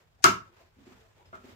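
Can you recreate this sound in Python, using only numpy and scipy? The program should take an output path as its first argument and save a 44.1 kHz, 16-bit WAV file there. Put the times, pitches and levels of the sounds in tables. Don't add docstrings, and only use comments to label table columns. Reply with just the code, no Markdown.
import sys
import numpy as np
from scipy import signal
from scipy.fft import rfft, irfft
from scipy.io import wavfile
from scipy.ndimage import uniform_filter1d

SR = 44100
rng = np.random.default_rng(int(sys.argv[2]) if len(sys.argv) > 2 else 0)


def wav_record(signal):
    frames = np.transpose(np.atleast_2d(signal))
    bounded = np.clip(frames, -1, 1)
    quanta = np.round(bounded * 32767).astype(np.int16)
    wavfile.write(sys.argv[1], SR, quanta)


def ratio(d):
    e = np.asarray(d, float) / 20
    return 10 ** e


N = 68355


def rms_one(x):
    return x / np.sqrt(np.mean(x ** 2) + 1e-20)


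def at_hz(points, hz):
    table_hz, values = np.array(points)[:, 0], np.array(points)[:, 1]
    return np.interp(np.log(hz), np.log(table_hz), values)


def drift(rate_hz):
    r = np.exp(-80 * np.pi * rate_hz / SR)
    steps = rng.standard_normal(N // 40 + 2002)
    slow = signal.lfilter([1], [1, -2 * r, r * r], steps)[2000:]
    return np.interp(np.arange(N) / 40, np.arange(len(slow)), rms_one(slow))


def bands(white, gain):
    # pitch_hz, likeness (-1 to 1)
    likeness = [(60, 0.67), (180, 1), (550, 0.079), (1650, -0.06), (4970, -0.16), (15000, 0.28)]
    out = 0
    edges = np.append(21 * 2 ** np.arange(0, 9.6, .5), 19000)
    for k, (low, high) in enumerate(zip(edges, edges[1:])):
        band_filter = signal.butter(2, [low, high], "band", fs=SR, output="sos")
        mid, side = signal.sosfilt(band_filter, white[k % 2])
        hz = np.sqrt(low * high)
        alike = np.clip(at_hz(likeness, hz), -1, 1)
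        stereo = np.sqrt(1 + alike) * mid + np.sqrt(1 - alike) * side * [[1], [-1]]
        out = out + gain(hz) * stereo
    return out


def struck(times, levels_db, modes, spread_db, late_cycles=0):
    out = np.zeros(N)
    chance = rng.normal(0, 1, (len(times), len(modes)))
    for k, (hz, db, t60) in enumerate(modes):
        clicks = np.zeros(N) + 1e-18
        starts = ((times + late_cycles / hz) * SR).astype(int)
        clicks[starts] = ratio(levels_db[:, k] + db + spread_db * chance[:, k]) * (-1) ** k
        r = ratio(-60 / (t60 * SR))
        w = 2 * np.pi * hz / SR
        out += signal.lfilter([0, np.sin(w)], [1, -2 * r * np.cos(w), r * r], clicks)
    return out


def clamp():
    # start_s, peak_db, brightness_db, pan_db (plus is left)
    blows = [
        (0.2405, -6.5, 7, 0),
        (1.328, -40, -26, -3.5),
        (1.336, -40, -29, -0.5),
    ]
    # pitch_hz, level_db, t60_s (time to fall 60 dB)
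    clamp_modes = [(118, -18.5, .1), (186, -14, 0.068), (370, -12, .05), (673, -18, 0.051),
                   (840, -13.5, 0.024), (939.7, -11.5, 0.036), (1113, -8.5, 0.054), (1312.3, 0.5, 0.062),
                   (1445, -7, 0.06), (1682, -12.5, 0.085), (2154, -13.5, 0.047), (2766, -14, 0.047),
                   (6107, -1, .025)]
    # pitch_hz, level_db, t60_s
    handle_modes = [(1378, 1.5, 0.15), (1350, -9, .36), (355.3, -15.5, 0.055), (107.2, -22, 0.2)]
    # pitch_hz, level_db (per Hz)
    crack_colour = [(880, -28.5), (1500, 11), (3480, -13.5), (6310, -6.5), (9850, -18.5), (11200, -27),
                    (14200, -24.5), (16000, -35.5)]
    late_cycles = 1.5
    crack_hold_s, crack_rise_s, crack_t60_s = .0025, 0.001, 0.0028
    crack_low_hz, crack_pan_db, crack_room_db = 2650, 4, 12.5
    slide_start_s, slide_db, slide_s = .223, -38.5, 0.018

    s, db, bright_db, pan_db = np.transpose(blows)
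    snap_s, snap_db = s[0], db[0]
    octaves = np.clip(np.log2(np.array(clamp_modes)[:, 0] / 1400), 0, 2) / 2
    ring_db = db[:, None] - 10 + bright_db[:, None] * octaves
    rings = struck(s, ring_db, clamp_modes, spread_db=3.5, late_cycles=late_cycles)
    handle_db = db[:, None] - 6 + np.zeros(len(handle_modes))
    handles = struck(s, handle_db, handle_modes, spread_db=2.0, late_cycles=late_cycles)

    t = np.arange(N) / SR
    age = np.maximum(t - snap_s, 0)
    fall_db = 60 * np.maximum(age - crack_hold_s, 0) / crack_t60_s
    envelope = ratio(snap_db - fall_db) * (1 - np.exp(-age / crack_rise_s))
    sliding = (t > slide_start_s) * (t < snap_s)
    envelope += sliding * ratio(slide_db - 20 * np.maximum(snap_s - t, 0) / slide_s)

    hz = np.maximum(np.arange(N // 2 + 1) * SR / N, 20)
    colour = ratio(at_hz(crack_colour, hz)) / (1 + (crack_low_hz / hz) ** 4)
    noise = irfft(rfft(rng.standard_normal((2, N))) * colour, N)
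    crack = rms_one(noise) * envelope * ratio([[crack_pan_db / 2], [-crack_pan_db / 2]])
    click = irfft(colour * np.exp(-2j * np.pi * hz * (snap_s + crack_hold_s)), N)
    click = ratio(snap_db + crack_room_db) * click / np.linalg.norm(click)
    pan = ratio(np.interp(t, s, pan_db) * [[.5], [-.5]])
    return (rings + handles) * pan + crack, rings + click


def bench():
    # start_s, peak_db, pitch_hz, t60_s
    bumps_table = [(0.005, -66.5, 445, 0.14), (0.205, -53, 772, 0.029), (0.491, -61, 340, 0.1),
                   (0.565, -60, 1600, .08), (0.583, -60.5, 1035, 0.24), (0.605, -50.5, 662, 0.044),
                   (0.625, -62.5, 361, 0.093), (0.768, -57, 248, 0.061), (0.787, -49.5, 255, 0.044),
                   (0.801, -52, 273, 0.067), (0.868, -47.5, 358, 0.081), (0.871, -49.5, 236, 0.073),
                   (0.899, -62, 246, 0.11), (0.911, -56, 190, 0.12), (0.995, -60, 445, 0.36),
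                   (1.045, -57.5, 655.4, 0.069), (1.198, -54, 849, 0.061), (1.207, -58, 959, .09),
                   (1.214, -65.5, 364, 0.13), (1.257, -61.5, 5120, 0.099), (1.26, -52.5, 87, 0.32),
                   (1.329, -41, 640, 0.054), (1.334, -47, 387, 0.12), (1.336, -55, 870, 0.05),
                   (1.335, -55.5, 245, .25), (1.337, -61, 2120, 0.04), (1.436, -55, 250, 0.19),
                   (1.444, -42.5, 388, 0.032), (1.501, -52, 248.6, .2), (1.507, -52, 89.4, .2)]
    # pitch_hz, level_db, t60_s
    bench_modes = [(88, -6, 0.15), (190, -6.5, 0.12), (255, -1, 0.11), (352, -7.5, 0.037),
                   (445, -7.5, 0.18), (640, -7.5, .06)]
    bench_share_db = -18
    own = 0
    for start, level_db, pitch, t60 in bumps_table:
        own = own + struck(np.array([start]), np.array([[level_db]]), [(pitch, 0, t60)], 0)
    s, db, _, _ = np.transpose(bumps_table)
    shared_db = db[:, None] + bench_share_db + np.zeros(len(bench_modes))
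    bumps = own + struck(s, shared_db, bench_modes, spread_db=6.5)
    return np.convolve(bumps, np.ones(3) / 3, "same")


def rustle():
    # (each per 20 dB; rise_s is at least .01, fall_s at least .13)
    swells = [(0.01, -62.5, .1, 0.21), (0.57, -61, -0.05, 0.1), (0.63, -62, 1.1, -3.2),
              (0.861, -63, -0.46, 0.8), (0.931, -58, 0.34, 0.36), (1.009, -60.5, 0.02, 0.1),
              (1.168, -65.5, -0.5, 1.8), (1.255, -63, -0.12, -0.7), (1.351, -60.5, -0.13, -1.9),
              (1.502, -53, 0.2247, .2)]
    # pitch_hz, level_db (per Hz)
    cloth_colour = [(200, -25), (350, -2), (1170, -7), (3000, -11.5), (6500, -19), (9000, -32),
                    (14500, -26), (16000, -39)]
    grains_per_s, grain_spread_db = 2000, 1.5
    between_db = -75
    top_db = -1

    t = np.arange(N) / SR
    effort = ratio(between_db)
    for s, db, rise, fall in swells:
        drop_db = 20 * np.maximum((s - t) / max(rise, .01), (t - s) / max(fall, .13))
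        effort = np.hypot(effort, ratio(db - drop_db))

    shape = (2, 2, N)
    present = rng.random(shape) < grains_per_s / SR
    sizes = ratio(grain_spread_db * rng.exponential(1, shape))
    grains = present * sizes * rng.choice([-1, 1], shape)
    together = drift(20)

    def gain(hz):
        return ratio(at_hz(cloth_colour, hz) + 1.4 * together + 1.0 * drift(8.3))

    cloth = bands(grains + .2 * rng.standard_normal(shape), gain)
    dull = signal.sosfilt(signal.butter(8, 7600, fs=SR, output="sos"), cloth)
    return effort * rms_one(dull + ratio(top_db) * (cloth - dull))


def room(x):
    # pitch_hz, t60_s
    room_t60 = [(80, 0.45), (210, 0.32), (560, 0.27), (1470, 0.29), (3880, 0.25), (10200, 0.21)]
    # pitch_hz, level_db
    room_colour = [(60, -4), (200, 2), (600, 1), (1400, -3), (3000, -1.5), (6000, -8), (9000, -11.5),
                   (14000, -3)]
    room_db, rise_s = 6.5, 0.002
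    size = SR // 2
    t = np.arange(size) / SR

    def gain(hz):
        return ratio(at_hz(room_colour, hz) - 60 * t / at_hz(room_t60, hz))

    answer = bands(rng.standard_normal((2, 2, size)), gain)
    answer = answer * (1 - np.exp(-(t / rise_s) ** 2)) * ratio(room_db - 28.5)
    return signal.fftconvolve(answer, x[None], axes=1)[:, :N]


def hum():
    # pitch_hz, level_db (per Hz)
    hum_colour = [(18, -38.5), (30, -10.5), (95, -0.5), (295, -32), (5170, -46), (5590, -39), (6380, -50),
                  (13300, -43), (16000, -43)]
    hum_db = -64

    def gain(hz):
        return ratio(at_hz(hum_colour, hz) + 0.5 * drift(2.7))

    return ratio(hum_db) * rms_one(bands(rng.standard_normal((2, 2, N)), gain))


def scene():
    right_lag_s, bump_room_db, low_cut_hz = .00035, -9.5, 60
    near, feed = clamp()
    bumps = bench()
    near = near + bumps
    near[1] = np.roll(near[1], round(right_lag_s * SR))
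    blows_in_room = near + room(feed + ratio(bump_room_db) * bumps)
    low_cut = signal.butter(4, low_cut_hz, "high", fs=SR, output="sos")
    return signal.sosfilt(low_cut, blows_in_room) + rustle() + hum()


def low_pass(x):
    return signal.sosfilt(signal.butter(12, 16670, fs=SR, output="sos"), x)


def record(dry):
    gate_db, gate_depth_db, gate_s = -66, 6.5, 0.02
    notch_hz, notch_width_hz, notch_share = 11470, 900, 0.69
    cutoff_hz = 16600
    power = uniform_filter1d(np.mean(dry ** 2, axis=0), int(gate_s * SR))
    level_db = 10 * np.log10(power + 1e-12)
    x = dry * ratio(-gate_depth_db / (1 + ratio(level_db - gate_db)))
    b, a = signal.iirpeak(notch_hz, notch_hz / notch_width_hz, fs=SR)
    x = x - notch_share * signal.lfilter(b, a, x)
    top_cut = signal.cheby2(12, 60, cutoff_hz, fs=SR, output="sos")
    mix = signal.sosfilt(top_cut, np.tanh(x))
    return low_pass(mix)


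dry = scene()
out = record(dry)
wav_record(out)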